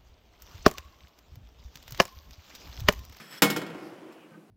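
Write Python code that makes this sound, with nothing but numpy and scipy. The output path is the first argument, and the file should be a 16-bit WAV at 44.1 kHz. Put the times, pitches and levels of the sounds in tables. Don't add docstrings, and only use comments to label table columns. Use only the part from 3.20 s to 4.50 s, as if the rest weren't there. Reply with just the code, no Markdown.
import sys
import numpy as np
from scipy import signal
from scipy.fft import rfft, irfft
from scipy.io import wavfile

SR = 44100
rng = np.random.default_rng(int(sys.argv[2]) if len(sys.argv) > 2 else 0)


def digitize_waveform(pressure):
    field = np.atleast_2d(pressure).T
    bounded = np.clip(field, -1, 1)
    quanta = np.round(bounded * 32767).astype(np.int16)
    wavfile.write(sys.argv[1], SR, quanta)


N = 57330
T = np.arange(N) / SR

# (time [s], strength [dB], contact brightness [Hz], extra basin boom [dB])
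BOUNCES = [(0.2209, 3, 14500, -2), (.2248, -28, 14000, -14), (0.2427, -14, 3000, 6.5),
           (0.301, -12, 16000, 0.5), (0.363, -12.5, 5900, -6.5), (0.416, -17.5, 1900, -5),
           (0.465, -26.5, 2480, -11), (.4997, -25.5, 1190, 1), (0.546, -30.5, 1190, 6),
           (0.581, -32, 1000, -16), (0.624, -29, 900, 0), (0.923, -43.5, 14000, -10)]
# (frequency [Hz], level [dB], t60 [s])
DISH_MODES = [(1062.4, -29, 0.23), (1390, -16.5, 0.042), (1500, -39, .2), (1863, -37, 0.28),
              (2190.4, -26, 0.36), (3040, -31.5, 0.15), (3337, -33.5, 0.27), (5230, -25.5, 0.086),
              (5370, -32.5, .11), (7350, -23.5, 0.075), (9040, -37, 0.26), (11600, -23.5, 0.083),
              (13700, -30.5, 0.11), (14900, -36, .11)]
# (frequency [Hz], level [dB], t60 [s])
BASIN_MODES = [(127.9, -40, 0.68), (165.3, -32, 0.61), (201.3, -22, .25), (291.2, -18, .16),
               (332, -27.5, 0.31), (451.3, -20.5, 0.067), (485.2, -18.5, 0.087), (759.4, -40, 0.8)]
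BASIN_BUILD_S = 0.003
# (frequency [Hz], relative level [dB per Hz], t60 [s])
STEEL_WASH = [(40, -4.5, 0.13), (133, -4, 0.072), (400, 3, 0.28), (800, 1.5, .14), (1340, 0.5, 0.13),
              (3000, -3, .12), (5210, -5.5, 0.13), (6440, -10.5, 0.16), (11600, -13, 0.17),
              (16000, -5.5, .11)]
WASH_DB, WASH_BUILD_S = -9.5, 0.00074
CRACK_DB, CRACK_T60_S, CRACK_LOW_HZ = -7.5, 0.054, 900


def clatter():
    times, strength_db, bright_hz, boom_db = np.transpose(BOUNCES)

    def drive_db(hz):
        return strength_db - 10 * np.log10(1 + (hz / bright_hz) ** 2)

    steel = 0
    for hz, band, t60 in bands(STEEL_WASH):
        low_cut = hz / np.hypot(hz, CRACK_LOW_HZ)
        crack = swing(times, CRACK_DB + drive_db(hz), CRACK_T60_S) * low_cut
        wash = swing(times, WASH_DB + drive_db(hz), t60, WASH_BUILD_S)
        steel = steel + band * np.hypot(crack, wash)
    dish = struck(DISH_MODES, times, drive_db, build_s=0, waver_hz=4.18)
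    basin = struck(BASIN_MODES, times, lambda hz: drive_db(hz) + boom_db, BASIN_BUILD_S, waver_hz=6.6)
    return steel + dish + basin


# (time [s], level [dB])
SLIDE_LEVEL = [(0, -47.5), (.06, -54.5), (.098, -54.5), (.12, -47.5), (.15, -46.5), (.17, -47.5),
               (.186, -50), (.204, -58.5), (.212, -62.5)]
# (frequency [Hz], relative level [dB per Hz])
SCRAPE_COLOUR = [(60, -15.5), (200, 6), (500, -1), (900, 0.5), (1700, 8), (3200, 0), (4300, -1),
                 (5200, -3.5), (6200, -9.5), (15000, -16)]
SLIDE_RING_DB = -13
# (frequency [Hz], relative level [dB], t60 [s])
SQUEAK_MODES = [(3323, -5, 0.041), (5290, 1.5, 0.018), (7820, -12.5, 0.11), (10800, -16, .05),
                (11620, -15.5, .06), (13720, -8.5, .06)]
# (time [s], level [dB])
SQUEAK_CURVE = [(0, -56.5), (.09, -59.5), (.12, -50.5), (.17, -54), (.185, -43), (.205, -82)]


def slide():
    jerks = slips()
    ring = rms_one(through(jerks, ringing(DISH_MODES)))
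    scrape = coloured(jerks, SCRAPE_COLOUR) + from_db(SLIDE_RING_DB) * ring
    squeak = rms_one(through(slips(), ringing(SQUEAK_MODES)))
    before_fall = T < SLIDE_LEVEL[-1][0]
    return (scrape * level(SLIDE_LEVEL) + squeak * level(SQUEAK_CURVE)) * before_fall


# (time [s], level [dB])
TILTS = [(0.36, -20.5), (0.43, -32.5), (.464, -32), (0.546, -32), (0.575, -33.5), (0.62, -31.5),
         (0.656, -35), (0.686, -39.5), (0.713, -34.5), (0.816, -37.5), (0.849, -35), (.888, -37.5),
         (.918, -55), (0.952, -41.5), (1.036, -40.5), (1.166, -40.5)]
# (frequency [Hz], level [dB], t60 [s])
TILT_MODES = [(324, -4.5, .11), (369, -11, 0.2), (490, -14.5, 0.17)]


def rocking():
    times, level_db = np.transpose(TILTS)
    return struck(TILT_MODES, times, lambda hz: level_db, build_s=0.0033, waver_hz=12.6)


# (time [s], level [dB])
RUB_LEVEL = [(0.382, -53.5), (.55, -45.5), (.66, -49.5), (.77, -51.5), (.91, -53), (1.03, -58.5),
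             (1.15, -58.5), (1.21, -69.5), (1.3, -76)]
# (frequency [Hz], relative level [dB per Hz])
RUB_COLOUR = [(60, -14.5), (180, 2), (340, 2), (600, 2.5), (1500, -5.5), (2300, -10.5), (3000, -12),
              (3800, -20.5), (7000, -27), (15000, -37.5)]
# (time [s], level [dB])
RASP_LEVEL = [(0.751, -96), (.91, -68), (.96, -65.5), (1.04, -61.5), (1.09, -79)]
# (frequency [Hz], relative level [dB per Hz])
RASP_TONE = [(1500, -39), (2400, 4), (2950, 2), (3300, -10), (4500, -24)]
# (time [s], level [dB])
HISS_LEVEL = [(.45, -94), (.56, -70), (.67, -61.5), (.77, -76), (.93, -89), (1.0, -100)]
# (frequency [Hz], relative level [dB per Hz])
HISS_TONE = [(1500, -20), (5000, 13), (7000, -5), (12000, 0.5), (16000, -6)]


def roll():
    rub = coloured(slips(), RUB_COLOUR) * level(RUB_LEVEL)
    rasp = coloured(slips(), RASP_TONE) * level(RASP_LEVEL)
    hiss = coloured(slips(), HISS_TONE) * level(HISS_LEVEL)
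    return rub + rasp + hiss


# (time [s], thud level [dB], clack level [dB])
SIDE_BUMPS = [(.001, -37.5, -53), (0.489, -33, -57), (.805, -47, -57), (1.114, -41.5, -49.5),
              (1.142, -39, -47), (1.168, -42.5, -79)]
# (frequency [Hz], level [dB], t60 [s])
THUD_MODES = [(166, -8.5, 0.18), (204.25, -7, .15)]
# (frequency [Hz], level [dB], t60 [s])
CLACK_MODES = [(1260, -8.5, 0.13), (1530, -1, 0.03), (1600, -15.5, .07)]


def bumps():
    times, thud_db, clack_db = np.transpose(SIDE_BUMPS)
    thud = struck(THUD_MODES, times, lambda hz: thud_db, BASIN_BUILD_S, waver_hz=8)
    clack = struck(CLACK_MODES, times, lambda hz: clack_db, BASIN_BUILD_S, waver_hz=25)
    return thud + clack


# (frequency [Hz], relative level [dB], t60 [s])
KITCHEN_TAIL = [(60.2, -9.5, .6), (200, 1.5, 1), (497, -1.5, 0.76), (1500, 1, 0.82), (4000, 0, .55),
                (8000, -20, 0.91), (16000, -13, .35)]
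KITCHEN_DB, KITCHEN_DELAY_S = -45, 0.0068


def kitchen(x):
    tail = sum(band * np.exp(-np.log(1000) * T / t60) for _, band, t60 in bands(KITCHEN_TAIL))
    return from_db(KITCHEN_DB) * through(x, tail * (T > KITCHEN_DELAY_S))


# (frequency [Hz], relative level [dB per Hz])
BACKGROUND_COLOUR = [(30, -23), (70, -29.5), (170, 4.5), (330, 2), (700, -6.5), (2000, -19.5), (6000, -27),
                     (15000, -30.5)]
BACKGROUND_DB = -58


def background():
    return from_db(BACKGROUND_DB) * coloured(rng.standard_normal(N), BACKGROUND_COLOUR)


def from_db(db):
    return 10 ** (np.asarray(db) / 20)


def rms_one(x):
    return x / np.sqrt(np.mean(x ** 2) + 1e-20)


def at_hz(points, hz, axis=1):
    p = np.array(points)
    return np.interp(np.log(hz), np.log(p[:, 0]), p[:, axis])


def level(points):
    return from_db(np.interp(T, *np.transpose(points), left=-np.inf))


def through(x, response):
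    return signal.fftconvolve(x, response)[:N]


def coloured(x, spectrum):
    hz = np.maximum(np.fft.rfftfreq(N, 1 / SR), 1)
    return rms_one(irfft(rfft(x) * from_db(at_hz(spectrum, hz)), N))


def ringing(modes):
    return sum(from_db(db) * np.sin(2 * np.pi * hz * T) * np.exp(-np.log(1000) * T / t60)
               for hz, db, t60 in modes)


def slips():
    return (rng.random(N) < 2800 / SR) * rng.choice([-1, 1], N)


def pulses(times, gains_db):
    out = np.zeros(N)
    out[np.clip(times * SR, 0, N - 1).astype(int)] = from_db(gains_db)
    return out


def swing(times, gains_db, t60, build_s=0):
    keep = from_db(-60 / (t60 * SR)) ** 2
    feed = np.exp(-1 / (build_s * SR)) if build_s else 0
    energy = signal.lfilter([1], [1, -keep], pulses(times, gains_db) ** 2 + 1e-18)
    built = signal.lfilter([(1 - feed) ** 2], [1, -2 * feed, feed ** 2], energy)
    return np.sqrt(built)


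def tone(hz, waver_hz):
    knots = np.arange(0, 2, 0.015)
    waver = np.interp(T, knots, rng.standard_normal(len(knots)))
    return np.sin(2 * np.pi * np.cumsum(hz + waver_hz * waver) / SR)


def struck(modes, times, drive_db, build_s, waver_hz):
    return sum(tone(hz, waver_hz) * swing(times, db + drive_db(hz), t60, build_s)
               for hz, db, t60 in modes)


def bands(table):
    edges = np.geomspace(25, 18000, 29)
    hz = np.fft.rfftfreq(N, 1 / SR)
    white = rfft(rng.standard_normal(N))
    for low, high in zip(edges, edges[1:]):
        centre = np.sqrt(low * high)
        band = irfft(white * ((hz >= low) & (hz < high)), N)
        yield centre, band * from_db(at_hz(table, centre)), at_hz(table, centre, axis=2)


def scene():
    sink = clatter() + slide() + rocking() + roll() + bumps()
    return (sink + kitchen(sink) + background())[None]


def record(dry):
    low_cut = signal.butter(2, 85, "high", fs=SR, output="sos")
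    top_cut = signal.ellip(10, 0.2, 80, 15900, fs=SR, output="sos")
    ceiling = 0.8
    rounded = ceiling * np.tanh(signal.sosfilt(low_cut, dry) / ceiling)
    return signal.sosfilt(top_cut, rounded)


dry = scene()
out = record(dry)
digitize_waveform(out)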